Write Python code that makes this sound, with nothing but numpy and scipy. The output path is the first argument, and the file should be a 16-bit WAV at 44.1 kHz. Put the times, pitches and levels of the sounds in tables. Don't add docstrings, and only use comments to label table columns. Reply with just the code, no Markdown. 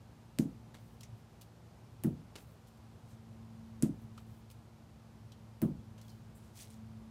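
import sys
import numpy as np
from scipy import signal
from scipy.fft import rfft, irfft
from scipy.io import wavfile

SR = 44100
rng = np.random.default_rng(int(sys.argv[2]) if len(sys.argv) > 2 else 0)


def unload_wav(signal):
    wavfile.write(
        sys.argv[1],
        SR,
        np.round(np.clip(np.atleast_2d(signal).T, -1, 1) * 32767).astype(np.int16),
    )


def linear_from_db(decibels):
    return 10 ** (np.asarray(decibels, float) / 20)


N = 313110

# (time [s], slap peak [dB], thump level [dB], thump lag [ms], shiver of the cords [Hz])
NET_HITS = [
    (.387, -29.5, -22.5, 4.6, 7300),
    (2.0367, -28, -19, 4.3, 9600),
    (3.8243, -26, -21.5, 5.0, 10100),
    (5.6176, -28.5, -18, 2.63, 9600),
]


def rms_one(x):
    return x / np.sqrt(np.mean(x ** 2) + 1e-20)


def at_hz(points, hz, column=1):
    points = np.array(points)
    return np.interp(np.log(hz), np.log(points[:, 0]), points[:, column])


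def drift(rate):
    pole = np.exp(-80 * np.pi * rate / SR)
    noise = rng.standard_normal(N // 40 + 2002)
    slow = signal.lfilter([1], [1, -2 * pole, pole * pole], noise)[2000:]
    return np.interp(np.arange(N) / 40, np.arange(len(slow)), rms_one(slow))


def ring(clicks, hz, t60):
    radius = linear_from_db(-60 / (t60 * SR))
    angle = 2 * np.pi * hz / SR
    poles = [1, -2 * radius * np.cos(angle), radius * radius]
    return signal.lfilter([0, np.sin(angle)], poles, clicks + 1e-18)


def colour(x, spectrum):
    size = 8192
    hz = np.maximum(np.arange(size // 2 + 1) * SR / size, 1)
    cepstrum = irfft(np.log(linear_from_db(at_hz(spectrum, hz))))
    cepstrum[1:size // 2] *= 2
    cepstrum[size // 2 + 1:] = 0
    impulse = irfft(np.exp(rfft(cepstrum)))
    return signal.fftconvolve(x, impulse)[:len(x)]


def dying(t60, rise_s, size):
    t = np.arange(size) / SR
    return (1 - np.exp(-t / rise_s)) * linear_from_db(-60 * t / t60)


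def pressed(press_s, t60, size):
    t = np.arange(size) / SR
    released_db = -60 * np.maximum(t - press_s, 0) / t60 - 5.0 * (t > press_s)
    return (1 - np.exp(-t / 0.00043)) * linear_from_db(released_db)


def grains(size, per_s, spread_db):
    sizes = linear_from_db(spread_db * np.minimum(rng.exponential(1, size), 4)) * rng.standard_normal(size)
    return rms_one(sizes * (rng.random(size) < per_s / SR))


def add(track, s, sound):
    i = round(s * SR)
    track[i:i + len(sound)] += sound[:N - i]


def slap():
    # (delay [ms], level [dB])
    echoes = [(0, 0), (1.8, -8), (3.4, -8), (5.6, -12), (8.5, -14)]
    # (frequency [Hz], left [dB per Hz], right [dB per Hz])
    slap_colour = [(402, 24, 11), (1000, -1, -17.5), (1780, 3, -7), (2700, 4.5, 2), (3880, 2, -4),
                   (5500, 4, -5), (7060, 7, -3.5), (10900, 5.5, 3.5), (13500, 1.5, -1), (16100, -3, 4)]
    # (frequency [Hz], level against the thump [dB], t60 [s])
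    steel_frame = [(520, -28, 0.083), (627, -37, 0.24), (750, -29, 0.019)]
    tail_db, tail_t60_s, frame_lag_s = -54.5, 0.2, 0.00174
    out, size = np.zeros(N), SR // 3
    for turn, (s, peak_db, thump_db, _, shiver_hz) in enumerate(NET_HITS):
        sound = linear_from_db(tail_db) * grains(size, 20000, spread_db=-1.5) * dying(tail_t60_s, 0.0012, size)
        for ms, level_db in echoes:
            click = rng.standard_normal(size=90) * dying(.0018, .0001, size=90)
            click = signal.lfilter([1, -.7 * (ms > 1)], [1], click)
            add(sound, ms / 1000, linear_from_db(peak_db + level_db) * click / np.abs(click).max())
        sound += 0.05 * ring(sound, shiver_hz, 0.003)
        add(out, s, colour(sound, np.array(slap_colour)[:, [0, 1 + turn % 2]]))
        for hz, level_db, t60 in steel_frame:
            clank_db = thump_db + level_db + rng.normal(0, 1)
            add(out, s + frame_lag_s, linear_from_db(clank_db) * ring(np.arange(size) == 0, hz, t60))
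    return linear_from_db(2.0) * out


def thump():
    # (frequency [Hz], level [dB], t60 [s])
    left_modes = [(155.8, 4, 0.11), (210.9, 10, 0.023), (210, 0.6, .12), (267, 1.4, 0.1), (327, 0.7, 0.052),
                  (404, -16, .05)]
    # (frequency [Hz], level [dB], t60 [s])
    right_modes = [(144.4, -7, 0.105), (174.2, -3, .12), (199.4, 0.4, 0.052), (241.3, -1, 0.061),
                   (321.6, -6, 0.1), (378.4, -11, 0.088)]
    # (extra path [m], left hit [dB], right hit [dB])
    walls = [
        (0, 0, 0),
        (3.07, -6, -3.7),
        (7.83, -30, 0),
        (10.72, -14.5, -29),
        (20.69, -11.5, -9.5),
        (27.56, -30, -14),
        (30.57, -19, -30),
    ]
    contact_s = (.0019, .0028)
    sound_m_per_s = 343
    out, size = np.zeros(N), SR // 3
    for turn, (s, _, level_db, lag_ms, _) in enumerate(NET_HITS):
        side = turn % 2
        push = np.hanning(round(contact_s[side] * SR))
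        push = np.pad(push / push.sum(), (0, size))
        swing = np.zeros(len(push))
        for k, (hz, db, t60) in enumerate((left_modes, right_modes)[side]):
            swing += (-1) ** k * linear_from_db(db) * ring(push, hz, t60)
        for path_m, *loss_db in walls:
            arrival_s = s + lag_ms / 1000 + path_m / sound_m_per_s
            add(out, arrival_s, linear_from_db(level_db + loss_db[side]) * swing)
    return out


def yard():
    # (frequency [Hz], level [dB per Hz], t60 [s])
    reverberation = [(60.6, -42, 0.61), (122, -32.5, 0.18), (214, -48, 0.69), (287, -55, 0.48),
                     (400, -53, 0.34), (620, -58, 0.24), (900, -67.5, 0.23), (1500, -64.5, 0.063)]
    out, size = np.zeros(N), SR
    edges = 45 * 2 ** np.arange(0, 5.6, .5)
    for s, _, level_db, *_ in NET_HITS:
        for low, high in zip(edges, edges[1:]):
            hz = np.sqrt(low * high)
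            sos = signal.butter(2, [low, high], "band", fs=SR, output="sos")
            band = signal.sosfilt(sos, rng.standard_normal(size))
            tail = band * dying(at_hz(reverberation, hz, column=2), 11.0 / hz, size)
            add(out, s, linear_from_db(level_db + at_hz(reverberation, hz) + 49.5) * tail)
    return out


def catches():
    # (time [s], level [dB], press [s], t60 [s], ring of the head [Hz])
    drops = [
        (0.742, -57.5, 0.015, 0.25, 2240),
        (2.355, -48.5, 0.0087, 0.073, 3030),
        (2.371, -57, 0.02, 0.2, 2700),
        (4.175, -57, 0.0106, 0.11, 3220),
        (5.979, -59, 0.0053, 0.33, 7500),
    ]
    # (frequency [Hz], level [dB per Hz])
    pocket = [(200, 5.5), (500, 4), (1000, -2), (1800, -5.5), (2700, -1.5), (3800, -1.5), (5500, -7),
              (7700, -7), (10500, -12.5), (15000, -19)]
    out, size = np.zeros(N), SR // 4
    for s, level_db, press_s, t60, head_hz in drops:
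        crunch = rms_one(colour(grains(size, 15000, spread_db=4.0), pocket)) * pressed(press_s, t60, size)
        head = 75 / head_hz * ring(crunch, head_hz, .02)
        add(out, s, linear_from_db(level_db) * (crunch + head))
    return out


def grips():
    # (time [s], level [dB], low edge [Hz], slope above it [dB per octave], t60 [s])
    contacts = [(.743, -57.5, 1500, -11, 0.067), (4.179, -57.5, 1000, -13.5, .07),
                (1.007, -55.5, 2700, -4.5, 0.084), (1.031, -58, 2010, -7, 0.12),
                (1.031, -56.5, 5500, -15, 0.11), (1.411, -56.5, 2700, -3, 0.14),
                (2.669, -69.5, 3000, -2, 0.33), (2.773, -70, 2800, -4, .08), (4.501, -57, 2420, -4, 0.035),
                (4.510, -59.5, 2520, -1, 0.12), (5.319, -58.5, 3020, -10, 0.089),
                (5.6172, -41, 8000, 5, .004), (6.013, -59.5, 4150, -8, 0.086),
                (6.08, -63.5, 3500, -8, 0.073), (6.093, -64.5, 4240, -11, 0.22),
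                (6.35, -68.5, 7500, -7, 0.49)]
    press_share = 0.065
    out, size = np.zeros(N), SR // 4
    for s, level_db, edge_hz, slope_db, t60 in contacts:
        shape = [(edge_hz / 1.4, -30), (edge_hz, 0), (edge_hz * 8, 3 * slope_db)]
        contact = rms_one(colour(grains(size, 20000, spread_db=-5.0), shape))
        add(out, s, linear_from_db(level_db) * contact * pressed(press_share * t60, t60, size))
    return out


def grit():
    # (time [s], peak [dB], centre [Hz])
    cracks = [(6.5572, -46, 6700), (6.5722, -43, 6800), (6.592, -45, 3500), (6.605, -42, 4200),
              (6.6222, -37, 9500), (6.638, -47, 4000), (6.6735, -51, 4000), (6.682, -50, 12000),
              (6.704, -44, 9500), (6.710, -45, 10000), (6.743, -51, 7800)]
    out = np.zeros(N)
    for s, peak_db, hz in cracks:
        click = rng.standard_normal(size=200) * dying(0.00051, .00003, size=200)
        crack = click + .5 * ring(click, hz, 0.002)
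        add(out, s, linear_from_db(peak_db + 2.0) * crack / np.abs(crack).max())
    return signal.sosfilt(signal.butter(2, 2200, "high", fs=SR, output="sos"), out)


def rustle(strokes, spectrum, per_s, spread_db):
    t, gain = np.arange(N) / SR, np.zeros(N)
    for s, level_db, rise_s, hold_s, fall_s in strokes:
        away = np.maximum(np.maximum((s - t) / rise_s, (t - s - hold_s) / fall_s), 0)
        gain += linear_from_db(level_db - 15 * away)
    clicks = grains(N, per_s, spread_db)
    pitch = rng.integers(0, 12, N)
    rings = np.zeros(N)
    for k, hz in enumerate(np.geomspace(1800, 16000, 12)):
        rings += ring(clicks * (pitch == k), hz, 6.0 / hz) * np.sqrt(hz)
    return gain * rms_one(colour(rings, spectrum) * linear_from_db(0.94 * drift(60)))


def scuffs():
    # (time at full [s], level [dB], rise [s], hold [s], fall [s])
    slides = [
        (3.1, -71.5, .07, .03, .04),
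        (6.45, -74, .06, 0.018, 0.058),
        (6.558, -63.5, 0.006, 0.019, .02),
        (6.6, -54, 0.04, 0.026, 0.053),
        (6.706, -67, 0.0079, 0.031, 0.056),
    ]
    # (frequency [Hz], level [dB per Hz])
    sole_colour = [(900, -57), (1600, -21), (2300, -15), (3500, -12), (6000, -7.5), (9000, -6.5),
                   (12000, -11), (16000, -11)]
    return rustle(slides, sole_colour, 10000, spread_db=2.6)


def mesh():
    # (time at full [s], level [dB], rise [s], hold [s], fall [s])
    creeps = [(.5, -80, .01, .01, .09), (.8, -77, .02, .15, .04), (1.19, -78, .05, .01, .04),
              (2.39, -67.5, .02, 0.032, 0.046), (2.5, -75, .05, .03, .07), (3.93, -84, .005, .01, .06),
              (4.02, -74, .05, .01, .05), (4.2, -76, .005, .005, .04), (4.3, -76.5, .1, .1, .04),
              (6.05, -73, .03, .05, .16)]
    # (frequency [Hz], level [dB per Hz])
    cord_colour = [(3000, -25), (6000, -10), (9000, -3), (13500, -1), (16000, 1)]
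    return rustle(creeps, cord_colour, 30000, spread_db=.5)


def bird():
    # (time [s], length [s], start [Hz], end [Hz], level [dB])
    whistles = [
        (5.995, .04, 3120, 2760, -72),
        (6.022, .04, 3520, 3300, -73.5),
        (6.075, .075, 3230, 2950, -72.5),
        (6.15, .04, 3200, 2950, -77),
    ]
    out = np.zeros(N)
    for s, length, start_hz, end_hz, level_db in whistles:
        size = round(length * SR)
        phase = 2 * np.pi * np.cumsum(np.linspace(start_hz, end_hz, size)) / SR
        add(out, s, linear_from_db(level_db) * np.hanning(size) ** 0.13 * np.sin(phase))
    return out * linear_from_db(3 * drift(60) - 1.5)


def propeller():
    # (time [s], level [dB])
    carried = [(0, -70.5), (1.1, -66), (1.6, -73.5), (2.4, -73.5), (2.85, -65.5), (3.0, -70), (3.15, -63),
               (3.6, -57), (4.15, -59), (4.5, -67), (4.9, -66), (5.4, -65), (5.9, -61), (6.45, -64),
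               (6.62, -70.5), (6.75, -58), (7.1, -57)]
    # (multiple of the blade tone, level against it [dB])
    orders = [(.5, -12), (1.5, -10), (3, -19)]
    blade_hz, sink_hz_per_s = 113.8, .51
    t = np.arange(N) / SR
    octave_db = np.interp(t, *np.transpose(carried))
    blade_db = -60.5 + 0.42 * (octave_db - octave_db.mean())
    turn = 2 * np.pi * np.cumsum(blade_hz - sink_hz_per_s * t) / SR
    out = linear_from_db(octave_db + 5.5 + 0.67 * drift(1.4)) * np.sin(2 * turn + 0.3 * drift(0.52))
    out += linear_from_db(blade_db + 3.0 + 4.4 * drift(21)) * np.sin(turn + 0.49 * drift(1.1))
    for multiple, level_db in orders:
        shaken = linear_from_db(blade_db + level_db + 2.96 * drift(2.5))
        out += shaken * np.sin(multiple * turn + 0.97 * drift(3.8))
    return out


def town():
    # (frequency [Hz], level [dB per Hz])
    hum_colour = [(30, -43.5), (48, -8), (64, -1.5), (115, -1.5), (190, -7.5), (260, -13.5), (450, -16.5),
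                  (620, -18.5), (800, -18), (1400, -25.5), (1900, -30), (5000, -34.5), (15000, -45),
                  (16000, -68)]
    hum = rms_one(colour(rng.standard_normal(N + SR), hum_colour)[SR:])
    return linear_from_db(-58 + 0.22 * drift(1.5)) * hum


def scene():
    hits = slap() + thump() + yard()
    handling = catches() + grips() + mesh()
    shoes = grit() + scuffs()
    distance = bird() + propeller() + town()
    return (hits + handling + shoes + distance)[None]


def low_pass(x):
    return signal.sosfilt(signal.butter(12, 16660, fs=SR, output="sos"), x)


def record(dry):
    heard = signal.sosfilt(signal.butter(6, 45, "high", fs=SR, output="sos"), dry)
    heard = signal.sosfilt(signal.cheby2(10, 60, 16900, fs=SR, output="sos"), heard)
    return low_pass(heard)


dry = scene()
out = record(dry)
unload_wav(out)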